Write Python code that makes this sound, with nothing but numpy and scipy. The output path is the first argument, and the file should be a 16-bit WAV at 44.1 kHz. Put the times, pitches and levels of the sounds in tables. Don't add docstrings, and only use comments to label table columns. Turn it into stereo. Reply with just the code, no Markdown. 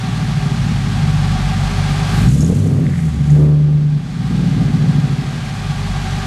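import sys
import numpy as np
from scipy import signal
from scipy.fft import rfft, irfft
from scipy.io import wavfile
from scipy.ndimage import uniform_filter1d, minimum_filter1d

SR = 44100
rng = np.random.default_rng(int(sys.argv[2]) if len(sys.argv) > 2 else 0)


def to_wav(s):
    ch = np.atleast_2d(s).T
    pcm = np.round(np.clip(ch, -1, 1) * 32767)
    wavfile.write(sys.argv[1], SR, pcm.astype(np.int16))


N = 276066
TIME = np.arange(N) / SR


def amp(db):
    return 10 ** (np.asarray(db) / 20)


def unit(x):
    return x / np.sqrt(np.mean(x ** 2) + 1e-20)


def by_time(rows):
    return np.interp(TIME, *np.transpose(rows))


def by_frequency(rows, hz):
    f, value = np.transpose(rows)
    return np.interp(np.log(hz + 1), np.log(f), value)


def colour(x, spectrum):
    hz = abs(np.fft.fftfreq(2 ** 14, 1 / SR))
    log_gain = np.log(amp(by_frequency(spectrum, hz)))
    response = np.exp(signal.hilbert(log_gain).conj())
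    taps = np.fft.ifft(response).real[:2 ** 13]
    return signal.oaconvolve(x, taps)[:N]


def resonate(x, hz, width):
    return signal.lfilter(*signal.iirpeak(hz, hz / width, SR), x)


def wander(hz):
    lowpass = np.exp(-(np.fft.rfftfreq(N, 1 / SR) / hz) ** 2)
    return unit(irfft(rfft(rng.standard_normal(N)) * lowpass, N))


def puffs(cycles, length):
    return unit(np.exp(-(cycles % 1) / length))


def swell(start, end, rise, fall):
    return np.exp(np.minimum(TIME - start, 0) / rise - np.maximum(TIME - end, 0) / fall)


def stroke(start, end, db, sag, rise, fall):
    return amp(db - sag * np.clip(TIME - start, 0, end - start)) * swell(start, end, rise, fall)


# t/s, f/Hz
FIRING_RATE = [(0.0, 58.99), (0.45, 54.76), (1.27, 48.57), (1.75, 47.57), (2.0, 50.01), (2.2, 50.66),
               (2.43, 77.22), (2.6, 100.93), (2.82, 99.73), (2.95, 87.14), (3.17, 71.7), (3.37, 74.44),
               (3.95, 74.17), (4.16, 57.68), (4.31, 60.0), (5.54, 51.97), (5.84, 47.34), (6.26, 48.52)]

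def firing_count():
    return np.cumsum(by_time(FIRING_RATE)) / SR


def by_speed(rows, column=1):
    columns = np.transpose(rows)
    return np.interp(by_time(FIRING_RATE), columns[0], columns[column])


# bank (+1 near, -1 far), relative level/dB
FIRING_ORDER = [(1, 5.5), (-1, 13), (1, 2.5), (1, 6), (-1, 4), (1, 2.5), (-1, 5), (-1, 10.5)]

def firing_pulses(firings, bank_share, rough):
    at = np.flatnonzero(np.diff(np.floor(firings)) > 0)
    bank, db = np.transpose(FIRING_ORDER)[:, np.arange(len(at)) % len(FIRING_ORDER)]
    size = amp(db) * (1 + bank_share * np.sign(bank))
    uneven, even = np.zeros((2, N))
    uneven[at] = size / size.mean() + rough * rng.standard_normal(len(at))
    even[at] = 1
    return uneven, even


# delay/s, reflection coefficient (capped below)
ROUND_TRIPS = [(.0047, 1), (0.011, 1), (0.0194, 0.33)]

def scatter(x):
    spectrum, hz = rfft(x, 2 * N), np.fft.rfftfreq(2 * N, 1 / SR)
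    for delay, reflection in ROUND_TRIPS:
        trip = np.exp(-2j * np.pi * hz * delay)
        reflection = np.clip(reflection, 0, .8)
        spectrum = spectrum * (reflection + trip) / (1 + reflection * trip)
    return irfft(spectrum)[:N]


# t/s, level/dB
BURBLE_LEVEL = [(0, -23.5), (.4, -16), (1.15, -19), (2.1, -21), (2.27, -10), (2.33, -14.5), (2.5, -15.5),
                (2.85, -12.5), (2.98, -20), (3.32, -19.5), (3.65, -28), (3.95, -23.5), (4.15, -22.5),
                (4.35, -16.5), (5.0, -12), (5.38, -22.5), (6.26, -24.5)]
# f/Hz, gain/dB
PIPE_RESPONSE = [(20, -86.5), (33, -49), (44, -7.5), (68, -17), (95, -13), (135, -3.5), (175, -7),
                 (200, -11.5), (230, -11.5), (270, -17.5), (295, -29.5), (400, -28.5), (500, -35.5),
                 (1500, -78)]
# f/Hz, bandwidth/Hz, gain/dB
CABIN_MODES = [(134, 6.2, 0), (148.55, 7.1, 11.5), (169, 8.2, 6.5), (206, 7.8, 2), (221, 10, 2.5),
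               (269.1, 11.2, 7.5), (331.5, 10, 6)]

def burble(firings, even_share=0.11, gas_db=-19, bite=0.33, bite_hz=240, neutral_load_db=-42):
    uneven, even = firing_pulses(firings, bank_share=.75, rough=.17)
    limp = unit(uneven - (1 - even_share) * even)
    gas = puffs(firings, length=0.94) * rng.standard_normal(N)
    pipe = colour(scatter(limp + amp(gas_db) * gas), PIPE_RESPONSE)
    load_gain, _ = load()
    upper = signal.sosfiltfilt(signal.butter(4, bite_hz, "high", fs=SR, output="sos"), pipe)
    pipe = pipe + upper * ((load_gain / amp(neutral_load_db)) ** bite - 1)
    cabin = pipe + sum(amp(db) * resonate(pipe, hz, width) for hz, width, db in CABIN_MODES)
    running_rms = np.sqrt(uniform_filter1d(cabin ** 2, size=2800) + 1e-12)
    return amp(by_time(BURBLE_LEVEL) - 0.08) * cabin / running_rms


# t/s, level/dB
HUM_LEVEL = [(0, -32), (1.0, -24), (1.7, -21.5), (2.0, -25.5), (2.25, -18.5), (2.7, -19.5), (2.85, -27),
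             (3.0, -22), (3.33, -23.5), (3.8, -31.5), (4.0, -47), (4.33, -27.5), (5.25, -36), (5.85, -26),
             (6.26, -28.5)]
# firing f/Hz, second/dB re fundamental, third/dB re burble
HUM_OVERTONES = [(46.9, 0, -14.5), (49.4, 1, 4), (51.8, 3, -12), (59.5, 7.5, -7), (58.4, 0, -2),
                 (67, 4, -19), (75, 2, -11), (84.4, 8, -25.5), (100, -10.5, -23)]

def hum(firings, waver_db=2.5, boom_start=3.31, boom_end=3.96, boom_db=-8, boom_sag_db_per_s=9.5):
    first = by_time(HUM_LEVEL)
    second = first + by_speed(HUM_OVERTONES)
    third = by_time(BURBLE_LEVEL) + by_speed(HUM_OVERTONES, column=2)
    phase = 2 * np.pi * firings + np.pi / 2
    tones = sum(amp(db + 0.2 + waver_db * wander(hz=19.6)) * np.sin(k * phase)
                for k, db in enumerate([first, second, third], 1))
    held = swell(boom_start, boom_end, rise=0.018, fall=0.027)
    sag_db = boom_sag_db_per_s * np.maximum(TIME - boom_start, 0)
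    boom = amp(boom_db - sag_db - 0.4 * wander(hz=12))
    return np.sqrt(2) * (tones + held * (boom - amp(second)) * np.sin(2 * phase))


# firing f/Hz, level/dB
COASTING_RASP = [(47, -84), (53, -44.5), (60, -45.5), (100, -36.5)]
# start t/s, end t/s, level/dB, sag/(dB/s), roughness (0-1)
THROTTLE_PRESSES = [(2.41, 2.79, -30.5, -1, 0.46), (3.425, 3.728, -23.5, 42, 0.32),
                    (4.328, 5.218, -36.5, 1, 0.45)]

def load(coasting_roughness=0.54):
    gain = amp(by_speed(COASTING_RASP))
    rough = coasting_roughness * gain
    for start, end, db, sag, roughness in THROTTLE_PRESSES:
        press = stroke(start, end, db, sag, rise=0.092, fall=0.084)
        gain = gain + press
        rough = rough + roughness * press
    return gain, np.clip(rough / gain, 0, 1)


# f/Hz, relative level/dB
RASP_SPECTRUM = [(100, -53.5), (220, 8.5), (290, 2), (375, 2), (450, -0.5), (520, -5), (580, -5.5),
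                 (750, -19), (1200, -21), (2500, -51.5), (6000, -51)]

def rasp(firings, gas_db=-7, direct=0.2):
    uneven, even = firing_pulses(firings, bank_share=0.44, rough=0.63)
    gain, rough = load()
    pulses = unit((1 - rough) * unit(even) + rough * unit(uneven - even))
    heard = unit(direct * pulses + (1 - direct) * scatter(pulses))
    gas = puffs(firings, length=0.1) * rng.standard_normal(N)
    return gain * unit(colour(heard + amp(gas_db) * gas, RASP_SPECTRUM))


# f/Hz, coherence
COHERENCE = [(50, .9995), (300, .96), (700, .88), (2500, .89), (4500, .72), (7000, .4), (9000, .25),
             (12500, .4)]
# f/Hz, phase/rad
PHASE_LEAD = [(3000, 0), (5500, -.2), (8000, -.8), (10000, -2.4), (13000, -3.0)]

def stereo_noise(spectrum):
    hz = np.fft.rfftfreq(N, 1 / SR)
    coherence = np.clip(by_frequency(COHERENCE, hz), -1, 1)
    shift = np.exp(-1j * by_frequency(PHASE_LEAD, hz))
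    left, independent = rfft(rng.standard_normal((2, N))) * amp(by_frequency(spectrum, hz))
    right = coherence * left * shift + np.sqrt(1 - coherence ** 2) * independent
    pair = irfft(np.array([left, right]), N)
    return pair / np.std(pair.mean(0))


# t/s, level/dB
BAY_LEVEL = [(0, -36.5), (1.15, -35), (2.13, -31.5), (2.27, -34.5), (2.33, -44), (2.85, -46.5), (3.3, -44),
             (3.5, -48.5), (3.87, -48.5), (4.37, -39.5), (5.13, -39), (6.26, -34.5)]
# f/Hz, relative level/dB
HISS_SPECTRUM = [(30, -34.5), (200, 16.5), (350, -7.5), (490, -6), (620, 0), (1000, -1.5), (1500, -0.5),
                 (2200, -2.5), (2800, -4.5), (3500, -5), (4400, -5.5), (5200, -9), (8000, -13.5),
                 (12000, -20.5), (14000, -45)]
# f/Hz, bandwidth/Hz, relative level/dB
PANEL_MODES = [(400.2, 10.5, -7.5), (376.5, 18.4, -9), (760, 23.3, -0.5), (808.5, 50, -3.5),
               (1147, 29, -6.5), (1206.5, 28, -8), (3350, 190, -11.5)]

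def engine_bay(firings, hiss_db=7.5, drone_db=-1.23, whine_db=-3.5, pulsing=0.03, throb=0.08):
    hiss = stereo_noise(HISS_SPECTRUM) * (1 - pulsing + pulsing * puffs(firings, length=0.52))
    hiss = hiss * amp(hiss_db + 0.47 * wander(hz=60)) * amp([[.2], [-.2]])
    air = rng.standard_normal(N)
    drone = sum(amp(db) * unit(resonate(resonate(air, hz, width), hz, width * 2))
                for hz, width, db in PANEL_MODES)
    drone = drone * (1 + throb * np.sin(np.pi * firings / 2))
    drone = drone * amp(drone_db + 1.3 * wander(hz=4)) * amp([[-1.1], [1.1]])
    return amp(by_time(BAY_LEVEL)) * (hiss + drone + amp(whine_db) * fan_whine())


# harmonic number, relative level/dB
BLADE_HARMONICS = [(1, -12), (2, -13), (4, -6.5), (6, -17)]

def fan_whine(blade_hz=402.5, drift=0.00062, flutter_db=3.0):
    passes = np.cumsum(blade_hz * (1 + drift * wander(hz=5))) / SR
    tones = sum(amp(db + flutter_db * wander(hz=23)) * np.sin(2 * np.pi * k * passes)
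                for k, db in BLADE_HARMONICS)
    return np.sqrt(2) * tones


# f/Hz, relative level/dB
RUSH_SPECTRUM = [(300, 4), (800, 0), (3000, -22), (8000, -8), (12500, -7), (15500, -27)]
# f/Hz, relative level/dB
FIZZ_SPECTRUM = [(500, -25.5), (3000, -4.5), (5000, -7), (6700, 1), (8500, -1.5), (11500, -5), (14000, -25)]
# start t/s, end t/s, level/dB, sag/(dB/s)
AIR_GULPS = [(2.31, 2.685, -36.5, 21.5), (2.967, 3.068, -45.5, 3), (3.3, 3.375, -47.5, -1)]

def intake(flutter_db=1.5, rush_db=-37, rush_s=2.2, rush_width_s=.08):
    flow = sum(stroke(*gulp, rise=0.12, fall=0.086) for gulp in AIR_GULPS)
    fizz = stereo_noise(FIZZ_SPECTRUM) * flow * amp(flutter_db * wander(hz=69))
    opening = np.exp(-((TIME - rush_s) / rush_width_s) ** 2 / 2)
    rush = stereo_noise(RUSH_SPECTRUM) * amp(rush_db) * opening
    return (fizz + rush) * amp([[.6], [-.6]])


# t/s, level/dB
METAL_IMPACTS = [(2.288, -27), (2.407, -23), (2.419, -28), (2.426, -28), (2.446, -25), (2.464, -30),
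                 (3.304, -33)]
# f/Hz, relative level/dB, T60/s
METAL_MODES = [(5460, 0, 0.013), (6390, 3.5, 0.014), (6770, -1, 0.032), (6900, -1, 0.016), (8060, 0, 0.014)]

def rattles():
    out = np.zeros((2, N))
    t = TIME[:SR // 10]
    for onset, db in METAL_IMPACTS:
        ring = sum(amp(mode_db - 60 * t / t60) * np.sin(2 * np.pi * (hz * t + rng.random((2, 1))))
                   for hz, mode_db, t60 in METAL_MODES)
        start = round(onset * SR)
        out[:, start:start + len(t)] += amp(db) * ring
    return out


# t/s, level/dB
HARD_FIRINGS = [(2.360, -30), (2.423, -23), (2.486, -24), (2.499, -25), (2.523, -25), (2.654, -24),
                (2.707, -26), (3.364, -28), (3.471, -27)]
# f/Hz, relative level/dB
BARK_SPECTRUM = [(150, -29.5), (300, -3), (470, 4), (560, -11.5), (750, -13), (1200, -28), (3000, -52.5)]

def barks(rise_s=0.006):
    envelope = 0
    for onset, db in HARD_FIRINGS:
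        age = np.maximum(TIME - onset, 0) / rise_s
        envelope = envelope + amp(db) * age * np.exp(1 - age)
    return unit(colour(rng.standard_normal(N), BARK_SPECTRUM)) * envelope


# peak t/s, level/dB, rise/s, decay/s
BUZZ_SPELLS = [(2.95, -40.5, 0.16, 0.19), (3.301, -51.5, .12, 0.29)]
# t/s, level/dB
PANEL_KNOCKS = [(2.866, -22.5), (2.924, -33), (2.958, -28), (2.992, -33)]

def panel_buzz(firings, hz=1900, width_hz=700, knock_s=0.0013):
    shaking = sum(amp(db) * swell(peak, peak, rise, decay) for peak, db, rise, decay in BUZZ_SPELLS)
    envelope = shaking * unit(1 + puffs(firings / 4, length=.25))
    for onset, db in PANEL_KNOCKS:
        envelope = envelope + amp(db) * (TIME > onset) * np.exp(-abs(TIME - onset) / knock_s)
    band = resonate(resonate(rng.standard_normal(N), hz, width_hz), hz, width_hz)
    return envelope * unit(band)


# f/Hz, gain/dB
SIDE_RESPONSE = [(45, -48), (110, -35), (200, -26.5), (370, -19), (670, -12.5)]

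def at_ears(exhaust):
    side = colour(scatter(exhaust), SIDE_RESPONSE)
    return exhaust + np.array([side, -side])


def scene():
    firings = firing_count()
    exhaust = hum(firings) + burble(firings) + rasp(firings) + barks()
    return at_ears(exhaust) + engine_bay(firings) + intake() + panel_buzz(firings) + rattles()


def record(dry, ceiling=.92, cutoff_hz=14400):
    allowed = np.minimum(1, ceiling / (abs(dry).max(0) + 1e-9))
    gain = uniform_filter1d(minimum_filter1d(allowed, size=900), size=900)
    lowpass = signal.firwin(511, cutoff_hz, window=("kaiser", 9), fs=SR)
    return signal.oaconvolve(dry * gain, lowpass[None], "same")


dry = scene()
out = record(dry)
to_wav(out)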